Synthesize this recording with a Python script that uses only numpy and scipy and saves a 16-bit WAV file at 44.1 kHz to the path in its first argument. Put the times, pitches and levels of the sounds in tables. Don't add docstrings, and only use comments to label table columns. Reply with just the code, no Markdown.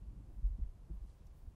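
import sys
import numpy as np
from scipy import signal
from scipy.fft import rfft, irfft
from scipy.io import wavfile
from scipy.ndimage import uniform_filter1d

SR = 44100
rng = np.random.default_rng(int(sys.argv[2]) if len(sys.argv) > 2 else 0)


def invert_db(x):
    u = np.asarray(x, float) / 20
    return 10 ** u


def output_pcm(signal):
    pcm = np.clip(np.atleast_2d(signal).T, -1, 1) * 32767
    wavfile.write(sys.argv[1], SR, np.round(pcm).astype(np.int16))


N = 68355
t = np.arange(N) / SR


def rms_one(x):
    return x / np.sqrt(np.mean(x ** 2) + 1e-20)


def drift(rate_hz):
    step = 40
    pole = np.exp(-2 * np.pi * rate_hz * step / SR)
    warm_up = 2000
    noise = rng.standard_normal(N // step + warm_up + 2)
    slow = signal.lfilter([1], [1, -2 * pole, pole ** 2], noise)[warm_up:]
    return np.interp(np.arange(N) / step, np.arange(len(slow)), rms_one(slow))


def coloured(spectrum, patchy_db):
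    hz, db = np.transpose(spectrum)
    f = np.maximum(np.arange(N // 2 + 1) * SR / N, 1)
    shape = invert_db(np.interp(np.log(f), np.log(hz), db)) * (f > hz[0])
    noise = rfft(rng.standard_normal(N)) * shape
    half_octave = (2 * np.log2(f)).astype(int)
    together = drift(2.3)
    out = np.zeros(N)
    for k in range(8, 29):
        flicker_db = patchy_db * (0.84 * together + drift(14.0))
        out += irfft(noise * (half_octave == k), N) * invert_db(flicker_db)
    return rms_one(out)


def bandpass(x, low_hz, high_hz):
    return signal.sosfilt(signal.butter(2, [low_hz, high_hz], "band", fs=SR, output="sos"), x)


def bell(centre_s, half_s):
    return np.exp(-((t - centre_s) / half_s) ** 2)


# (frequency [Hz], density [dB per Hz])
RUMBLE_SPECTRUM = [(13, -29.5), (22, -0.5), (43, 3.5), (70, -5.5), (152, -13.5), (195, -19), (252, -22),
                   (310, -23), (400, -31.5), (520, -70), (880, -120)]
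# (time [s], level [dB])
BODY_STIR = [(0.0, -63.5), (0.504, -65.5), (0.616, -70), (1.252, -69), (1.55, -68.5)]


def rumble():
    stir_db = np.interp(t, *np.transpose(BODY_STIR))
    level_db = -55.5 + stir_db - stir_db.mean()
    return invert_db(level_db) * coloured(RUMBLE_SPECTRUM, patchy_db=0.5)


# (frequency [Hz], density [dB per Hz])
HISS_SPECTRUM = [(250, -29.5), (350, -3), (495, -2.5), (1080, -8), (1240, -12), (1830, -17.5), (3500, -22),
                 (12000, -26), (16000, -29)]


def hiss():
    return invert_db(-75.5) * coloured(HISS_SPECTRUM, patchy_db=0.2)


# (frequency [Hz], rms level [dB])
WHINE_TONES = [(2821, -106), (3182, -106)]


def whines():
    return sum(np.sqrt(2) * invert_db(db) * np.sin(2 * np.pi * hz * t) for hz, db in WHINE_TONES)


# (time [s], peak level [dB], centre frequency [Hz], length [s])
CLOTH_TICKS = [(.106, -95, 2500, .006), (0.349, -78, 2360, 0.0074), (0.638, -76, 1970, .006),
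               (1.086, -73.5, 2260, 0.0023), (1.099, -74.5, 3770, 0.0088), (1.095, -75.5, 7200, 0.0077),
               (1.232, -76, 2300, 0.0051), (1.269, -68, 5800, 0.0023), (1.272, -68.5, 5250, .003),
               (1.27, -76, 9600, 0.0027), (0.47, -76, 6100, .004), (.467, -75, 3500, 0.0042)]


def cloth_ticks():
    band_ratio = 1 + 1 / 5.5
    out = np.zeros(N)
    for s, db, hz, length in CLOTH_TICKS:
        burst = rng.standard_normal(N) * bell(s, length / 2)
        burst = bandpass(burst + 1e-18, hz / band_ratio, hz * band_ratio)
        out += invert_db(db) * burst / np.abs(burst).max()
    return out


# (centre time [s], level [dB], half length [s], lowest frequency [Hz])
CLOTH_SLIDES = [(0.23, -92, 0.012, 10900), (0.348, -88, 0.069, 7100), (0.478, -85, 0.022, 6000),
                (0.95, -90, 0.046, 8900), (1.04, -89.5, 0.033, 11100), (1.103, -85.5, 0.068, 2530),
                (1.16, -89, 0.033, 13000), (1.21, -90, 0.31, 1490), (1.266, -89, 0.029, 8000),
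                (1.38, -84.5, 0.063, 8060), (1.47, -90.5, 0.069, 10300)]


def cloth_slides():
    out = np.zeros(N)
    for s, db, half, low_hz in CLOTH_SLIDES:
        rustle = bandpass(rng.standard_normal(N), low_hz, min(4 * low_hz, 19000))
        waver_db = 1.3 * drift(27.0)
        out += invert_db(db + waver_db) * rms_one(rustle) * bell(s, half)
    return out


# (centre time [s], level [dB], half length [s], top frequency [Hz])
CARPET_SCUFFS = [
    (0.192, -73.5, 0.019, 374),
    (0.298, -68, 0.018, 360),
    (0.589, -72.5, 0.0066, 483),
    (0.642, -54, .02, 115),
    (0.784, -65.5, 0.043, 153),
    (0.899, -66.5, 0.013, 338),
    (0.934, -68, 0.035, 297),
    (1.483, -71.5, 0.044, 288),
]


def scuffs():
    out = np.zeros(N)
    for s, db, half, top_hz in CARPET_SCUFFS:
        puff = bandpass(rng.standard_normal(N), 82.3, top_hz)
        out += invert_db(db) * rms_one(puff) * bell(s, half)
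    return out


def swings(rows, turns):
    sharpness = 4.48
    out = np.zeros(N)
    for (s, db, hz, rise), turn in zip(rows, turns):
        u = np.clip((t - s) / rise + 1, 0, 30)
        envelope = (u * np.exp(1 - u)) ** sharpness
        out += invert_db(db) * envelope * np.cos(2 * np.pi * (hz * (t - s) + turn))
    return out


# (peak time [s], peak level [dB], frequency [Hz], rise [s])
BOARD_KNOCKS = [(.013, -51, 95, 0.021), (.029, -70, 154, .012), (.131, -58, 122, 0.0099),
                (.175, -60.5, 180, 0.011), (.202, -58.5, 245, 0.01), (.206, -61.5, 327, 0.0079),
                (.295, -57.5, 222, 0.0089), (.314, -65, 305, 0.02), (.386, -60, 189, 0.02),
                (.436, -49, 115, 0.025), (.436, -59.5, 169, 0.019), (.509, -54, 117, 0.017),
                (.556, -54.5, 96, 0.03), (.592, -50, 191.7, 0.016), (.593, -53, 244, .009),
                (.594, -61.5, 337, 0.0075), (.741, -61, 106, 0.05), (.855, -63, 143.6, 0.058),
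                (.902, -49, 95, 0.01), (.907, -49, 163, 0.018), (.906, -54.5, 319, 0.012),
                (.945, -56.5, 185, 0.032), (.999, -59.5, 128, 0.0084), (1.038, -65, 316, 0.01),
                (1.050, -61, 233, 0.0083), (1.207, -70, 317, 0.014), (1.210, -62.5, 193, 0.014),
                (1.249, -60, 107, 0.013), (1.466, -59, 183, 0.0066), (1.489, -59.5, 90.4, .016)]


def knocks():
    return swings(BOARD_KNOCKS, rng.random(len(BOARD_KNOCKS)))


# (crest time [s], peak level [dB], frequency [Hz], rise [s])
FLOOR_THUMPS = [(0.024, -48, 44.4, 0.028), (.086, -42, 51.2, 0.031), (.147, -48, 52.8, 0.022),
                (.222, -47, 42, 0.032), (0.272, -52.5, 49.6, 0.033), (.324, -53, 36, 0.018),
                (.385, -41, 44.2, 0.034), (0.456, -26, 43.8, 0.037), (.510, -35, 50, 0.014),
                (.530, -37.5, 43.8, 0.03), (.552, -43.5, 43.7, 0.018), (.597, -38, 59.4, 0.011),
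                (.625, -29, 46.4, 0.02), (.666, -37.5, 36.6, 0.014), (.693, -39, 39.5, 0.011),
                (.755, -57, 54, 0.037), (.914, -38.5, 64.7, .014), (.935, -42, 54.2, 0.045),
                (.977, -43, 43, 0.012), (1.021, -39.5, 46.5, 0.013), (1.041, -43, 44.8, 0.025),
                (1.075, -47.5, 49.2, 0.034), (1.132, -60, 48, .015), (1.208, -48, 52, 0.017),
                (1.259, -55, 60, .02), (1.323, -54, 50.3, 0.014), (1.375, -55, 46.6, 0.023),
                (1.436, -51, 43.8, 0.0096), (1.479, -43.5, 60.7, 0.015)]


def thumps():
    return swings(FLOOR_THUMPS, np.zeros(len(FLOOR_THUMPS)))


def scene():
    background = rumble() + hiss() + whines()
    clothing = cloth_ticks() + cloth_slides()
    walking = scuffs() + knocks() + thumps()
    return (background + clothing + walking)[None]


TREBLE_EDGES = [12780, 13500, 14200, 15000, 15780]


def starved_treble(x):
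    frame = 1024
    f = np.arange(N // 2 + 1) * SR / N
    spectrum = rfft(x)
    frame_of = np.arange(N) // frame
    out = irfft(spectrum * (f < TREBLE_EDGES[0]), N)
    for low, high in zip(TREBLE_EDGES, TREBLE_EDGES[1:]):
        band = irfft(spectrum * (f >= low) * (f < high), N)
        power = uniform_filter1d(band ** 2, size=2 * frame)[frame // 2::frame]
        level_db = 10 * np.log10(power + 1e-20)
        waver_db = 0.8 * rng.standard_normal(len(level_db))
        threshold_db = np.percentile(level_db, 25) + 2.3 + waver_db
        gate = np.where(level_db > threshold_db, 1, invert_db(-19.0))
        gate = gate[np.minimum(frame_of, len(gate) - 1)]
        out += band * uniform_filter1d(gate, size=frame // 2)
    return out


def band_limit(x):
    return signal.sosfilt(signal.butter(12, 15850, fs=SR, output="sos"), x)


def record(dry):
    fade_s = 0.004
    edge_s = np.minimum(np.arange(N), np.arange(N)[::-1]) / SR
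    lows = signal.sosfiltfilt(signal.butter(2, 300, fs=SR, output="sos"), dry[0])
    faded = dry[0] - lows * (1 - np.tanh(edge_s / fade_s))
    return band_limit(starved_treble(faded)[None])


dry = scene()
out = record(dry)
output_pcm(out)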